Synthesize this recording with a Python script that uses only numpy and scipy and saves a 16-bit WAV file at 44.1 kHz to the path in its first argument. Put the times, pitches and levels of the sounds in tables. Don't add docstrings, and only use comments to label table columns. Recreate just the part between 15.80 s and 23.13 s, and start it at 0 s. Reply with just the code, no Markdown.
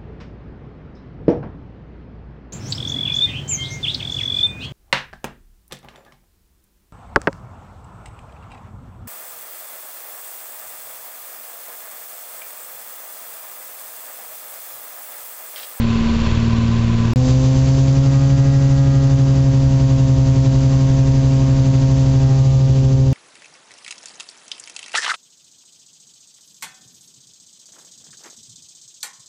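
import sys
import numpy as np
from scipy import signal
from scipy.io import wavfile

SR = 44100
rng = np.random.default_rng(int(sys.argv[2]) if len(sys.argv) > 2 else 0)


def level_to_linear(level):
    exponent = np.asarray(level, float) / 20
    return 10 ** exponent


def pcm_store(signal):
    levels = np.round(np.clip(np.atleast_2d(signal), -1, 1) * 32767)
    wavfile.write(sys.argv[1], SR, levels.astype(np.int16).T)


N = 323241

DROPOUT_S = (1.33446, 1.35946)

# cruise [level/dB], its fall [dB/s], share of the slipstream swing [dB/dB],
# later [level/dB], its share [dB/dB]
AIRFLOW = [
    (-31, .1, .1, -28, 0.34),
    (-36.5, -0.2, 0.48, -36.5, 0.97),
    (-40, 2, 0.18, -41.5, 1.1),
    (-52, -1.7, 0.54, -42.5, 1.1),
]
# [f/Hz], spectral density [level/dB]
AIR_CRUISE = [(20, 4.5), (60, 2), (150, 2), (300, -7), (500, -12), (850, -22), (1050, -21.5), (1300, -20),
              (1600, -23), (2500, -20.5), (4500, -24), (6000, -31.5), (7500, -26.5)]
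AIR_LATER = [(20, 1), (60, 4.5), (150, 0), (300, -7), (500, -15), (850, -19), (1050, -18.5), (1300, -23.5),
             (1600, -23.5), (2500, -21.5), (4500, -22.5), (6000, -29.5), (7500, -23.5)]
# [t/s], [level/dB]
SLIPSTREAM = [(0, -0.2), (.2, 2), (.5, 1.4), (1.05, 0.2), (1.33, 3), (1.36, 3), (1.55, 2.5), (2.2, 1.5),
              (3.4, -0.1), (4.3, -0.2), (4.9, 0.7), (5.5, -0.1), (6.7, 0.7), (7.33, -2.5)]
# [f/Hz], bandwidth [f/Hz], rms [level/dB]
VENT = [
    (980, 69, -48.5),
    (1022, 47, -45),
    (1140, 70, -50.5),
    (1544, 120, -53),
    (2560, 330, -55),
]
# [f/Hz], bandwidth [f/Hz], against the sizzle [level/dB]
TRIM = [
    (4700, 430, -9),
    (6180, 290, -8.5),
]

# [t/s], [f/Hz]
CRUISE_SPEED = [
    (0.0, 115.0),
    (0.22, 114.18),
    (0.44, 114.34),
    (0.67, 114.6),
    (0.89, 114.98),
    (1.11, 115.15),
    (1.33, 115.06),
]
# [t/s], [f/Hz]
NEAR_SPEED = [(1.36, 127.17), (1.66, 131.29), (1.96, 134.15), (2.26, 135.84), (2.6, 136.68), (3.0, 136.62),
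              (3.5, 135.33), (4.34, 133.59), (5.3, 134.08), (6.4, 133.61), (7.33, 132.93)]
FAR_SPEED = [
    (1.36, 122.58),
    (1.8, 124.05),
    (2.95, 124.2),
    (4.6, 122.72),
    (5.6, 122.11),
    (6.5, 120.81),
    (7.33, 119.38),
]
TAIL_SPEED = [
    (1.36, 117.68),
    (1.96, 114.15),
    (2.6, 114.37),
    (3.8, 112.2),
    (4.94, 113.15),
    (6.14, 112.01),
    (6.73, 113.47),
    (7.33, 110.59),
]
START_TURNS = [
    .25,
    .989,
    .05,
    .78,
]

# [sixths of the firing rate], [level/dB]
CRUISE_ORDERS = [(1, 0.5), (2, -7), (3, -10.5), (4, 2), (5, -6.5), (8, -11), (9, -12.5), (30, -23)]
CRUISE_SLIP_ORDERS = [(9, -16.5), (18, -25)]
TAIL_ORDERS = [(2, -38.5), (4, -28.5), (6, -32), (8, -42.5), (12, -54.5)]
FAR_ORDERS = [(2, -37.5), (3, -33.5), (6, -21), (12, -39.5), (18, -48.5), (24, -52), (30, -56.5)]
NEAR_LOW_ORDERS = [(1, -36), (3, -30.5), (4, -47.5), (8, -41), (9, -41.5)]
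NEAR_BARK_ORDERS = [(24, 0.9)]
NEAR_MID_ORDERS = [(36, 0.78)]
NEAR_WHINE_ORDERS = [(60, -0.5), (66, -6), (72, 0), (78, -10.5), (84, -0.9), (90, -6.5)]

GOVERNED_HZ = 133.8
NEAR_LAYERS = [
    (-13, -.2, 0.64),
    (-22.5, .3, 0),
    (-38.5, -0.0062, 0),
    (-34, 0.64, 0.4),
    (-48.5, 1, 1.85),
    (-42, -1.2, -2),
    (-57, -.4, 3.2),
    (-38, -1, -0.3),
    (-55, -.3, 3),
    (-48, 0.62, -0.4),
]
TURN_S = [
    6.25,
    6.5,
    6.72,
    7.0,
]
# leaning, node, side [level/dB]
NEAR_TURN = [
    (2, 2.5, 0.9),
    (-2.2, -11.5, -3),
    (6.5, -1, 6.5),
    (-2.5, -0.5, -0.3),
    (11, 4, 2),
    (-1.5, -4, -3),
    (5.5, -7, -1),
    (1.5, 0.5, -3.5),
    (9.5, 6, 2.5),
    (-0.5, -1, -2.5),
]


def rms_one(x):
    return x / np.sqrt(np.mean(x ** 2) + 1e-20)


def in_time(rows):
    s, *columns = np.transpose(rows)
    return [np.interp(np.arange(N) / SR, s, column) for column in columns]


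def at_hz(points, hz):
    f, db = np.array(points).T
    return np.interp(np.log(hz), np.log(f), db)


def drift(rate_hz):
    r = np.exp(-80 * np.pi * rate_hz / SR)
    noise = rng.standard_normal(N // 40 + 2002)
    slow = signal.lfilter([1], [1, -2 * r, r * r], noise)[2000:]
    return np.interp(np.arange(N) / 40, np.arange(len(slow)), rms_one(slow))


def whistles(modes, flicker_db):
    out = 0
    for hz, width_hz, db in modes:
        r = np.exp(-np.pi * width_hz / SR)
        poles = [1, -2 * r * np.cos(2 * np.pi * hz / SR), r * r]
        x = rng.standard_normal(N)
        for _ in range(2):
            x = signal.lfilter([1, 0, -1], poles, x)
        out = out + level_to_linear(db + flicker_db * drift(5.3)) * rms_one(x)
    return out


def vents(later):
    slipstream_db, = in_time(SLIPSTREAM)
    return ~later * level_to_linear(slipstream_db) * whistles(VENT, flicker_db=0.5)


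def air_levels(later, beat_turns):
    throb_peak_db, fade_s, sharpness, lag_turns = 3.5, 0.67, 1.4, .73
    s = np.arange(N) / SR
    swing_db, = in_time(SLIPSTREAM)
    fade = np.exp(-np.maximum(s - DROPOUT_S[1], 0) / fade_s)
    beat = np.cos(2 * np.pi * (beat_turns - lag_turns))
    throb_db = throb_peak_db * fade * (np.exp(sharpness * (beat - 1)) - .4)
    levels_db = []
    for db, fall, share, late_db, late_share in AIRFLOW:
        cruise_db = db - fall * s + share * swing_db
        levels_db.append(np.where(later, late_db + late_share * swing_db + throb_db, cruise_db))
    return level_to_linear(levels_db)


def band_shares(colour, centres, layer):
    share = level_to_linear(at_hz(colour, centres)) * np.sqrt(centres)
    return share / np.sqrt(np.bincount(layer, share ** 2))[layer]


def airflow(later, levels, shake, patchy_db):
    edges = 18 * 2 ** np.arange(0, 9.4, 1 / 3)
    centres = np.sqrt(edges[1:] * edges[:-1])
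    layer = np.searchsorted([290, 2000, 4300, 8500], centres).clip(0, 3)
    cruise_share = band_shares(AIR_CRUISE, centres, layer)
    later_share = band_shares(AIR_LATER, centres, layer)
    white = rng.standard_normal((2, N + SR))
    gust = drift(7.0)
    shade_low_hz, shade_high_hz, shade_db = 850, 2100, -2.5
    shade = level_to_linear(np.interp(np.arange(N) / SR, TURN_S[1:3], [0, shade_db]))
    out = np.zeros((4, N))
    for k, (low, high) in enumerate(zip(edges, edges[1:])):
        sos = signal.butter(2, [low, high], "band", fs=SR, output="sos")
        band = rms_one(signal.sosfilt(sos, white[k % 2])[SR:])
        band = band * level_to_linear(patchy_db * (0.61 * gust + drift(15.0)))
        if shade_low_hz < centres[k] < shade_high_hz:
            band = band * shade
        out[layer[k]] += np.where(later, later_share[k], cruise_share[k]) * band
    out[3] = level_to_linear(7) * out[3] + later * whistles(TRIM, flicker_db=0.8)
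    out[2:] *= shake
    return np.sum(levels * out, axis=0)


def firing_turns(speed, start_turn):
    turns = np.cumsum(in_time(speed)[0]) / SR
    return turns - turns[round(speed[0][0] * SR)] + start_turn


def tones(turns, orders, wobble_db):
    out = 0
    for sixths, db in orders:
        k = sixths / 6
        lag = .24 * (k - 1) - .15 * (k - 1) * (k - 2)
        wave = np.sqrt(2) * np.cos(2 * np.pi * (k * turns - lag))
        out = out + level_to_linear(db + wobble_db * drift(3.1)) * wave
    return out


def loud_engine(turns, firing_db, octave_db, wobble_db):
    firing = level_to_linear(firing_db) * tones(turns, [(6, 0)], wobble_db)
    octave = level_to_linear(octave_db) * tones(turns, [(12, 0)], wobble_db)
    return firing + octave


def cruise_levels():
    s = np.arange(N) / SR
    opposed = np.exp(-((s - 0.34) / .14) ** 2)
    sag = np.exp(-((s - .5) / .12) ** 2)
    firing_db = -25 + 3 * s - 24 * opposed
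    octave_db = -23 - 7.5 * sag
    crank_db = -32.5 + 3.0 * sag
    return firing_db, octave_db, crank_db


def engines_in_step(turns):
    firing_db, octave_db, crank_db = cruise_levels()
    out = level_to_linear(firing_db) * tones(turns, CRUISE_SLIP_ORDERS, wobble_db=3.0)
    out += loud_engine(turns, firing_db, octave_db, wobble_db=1.35)
    return out + level_to_linear(crank_db) * tones(turns, CRUISE_ORDERS, wobble_db=1.0)


def tail_engine():
    return tones(firing_turns(TAIL_SPEED, START_TURNS[3]), TAIL_ORDERS, wobble_db=-1.3)


def far_engine(turns):
    return tones(turns, FAR_ORDERS, wobble_db=2.0)


def near_levels(speed_hz):
    s = np.arange(N) / SR
    off_hz = speed_hz - GOVERNED_HZ
    levels_db = []
    for (db, below, above), turn in zip(NEAR_LAYERS, NEAR_TURN):
        speed_db = below * np.maximum(-off_hz, 0) + above * np.maximum(off_hz, 0)
        levels_db.append(db + speed_db + np.interp(s, TURN_S, [0, *turn]))
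    return levels_db


def near_engine(turns):
    firing_db, octave_db, *upper_db = near_levels(in_time(NEAR_SPEED)[0])
    third_db, bark_db, mid_db, seventh_db, whine_db, fifth_db, ninth_db, eighth_db = upper_db
    out = loud_engine(turns, firing_db, octave_db, wobble_db=0.0)
    out += tones(turns, NEAR_LOW_ORDERS, wobble_db=1.0)
    out += level_to_linear(third_db) * tones(turns, [(18, -0.52)], wobble_db=0.0)
    out += level_to_linear(bark_db) * tones(turns, NEAR_BARK_ORDERS, wobble_db=-0.05)
    out += level_to_linear(mid_db) * tones(turns, NEAR_MID_ORDERS, wobble_db=0.1)
    out += level_to_linear(seventh_db) * tones(turns, [(42, -0.83)], wobble_db=0.4)
    out += level_to_linear(whine_db) * tones(turns, NEAR_WHINE_ORDERS, wobble_db=0.8)
    out += level_to_linear(fifth_db) * tones(turns, [(30, 0)], wobble_db=0.5)
    out += level_to_linear(ninth_db) * tones(turns, [(54, 0)], wobble_db=2.4)
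    return out + level_to_linear(eighth_db) * tones(turns, [(48, 0.0024)], wobble_db=2.0)


def scene():
    later = np.arange(N) / SR > DROPOUT_S[0]
    cruise = firing_turns(CRUISE_SPEED, START_TURNS[0])
    near = firing_turns(NEAR_SPEED, START_TURNS[1])
    far = firing_turns(FAR_SPEED, START_TURNS[2])
    shake = level_to_linear(1.1 * np.cos(2 * np.pi * (np.where(later, near, cruise) - .2)))
    air = airflow(later, air_levels(later, near - far), shake, patchy_db=0.51)
    apart = tail_engine() + far_engine(far) + near_engine(near)
    engines = np.where(later, apart, engines_in_step(cruise))
    return (air + vents(later) + engines)[None]


def gain_control(x, target_db, squeeze, follow_s):
    r = np.exp(-1 / (follow_s * SR))
    power = signal.lfilter([(1 - r) ** 2], [1, -2 * r, r * r], x ** 2) + 1e-4
    power[:, :800] = power[:, 800:801]
    return x * (level_to_linear(target_db) ** 2 / power) ** (np.clip(squeeze, 0, 1) / 2)


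def roll_off(x):
    return signal.sosfilt(signal.butter(12, 16500, fs=SR, output="sos"), x)


def record(dry):
    x = gain_control(dry, target_db=-11.5, squeeze=0.64, follow_s=0.0065)
    x = np.tanh(x)
    x = signal.sosfilt(signal.cheby2(12, 70, 8850, fs=SR, output="sos"), x)
    x = signal.sosfilt(signal.ellip(10, .5, 45, 8260, fs=SR, output="sos"), x)
    x = x - .004
    s = np.arange(N) / SR
    x = x * ((s < DROPOUT_S[0]) | (s > DROPOUT_S[1]))
    return roll_off(x)


dry = scene()
out = record(dry)
pcm_store(out)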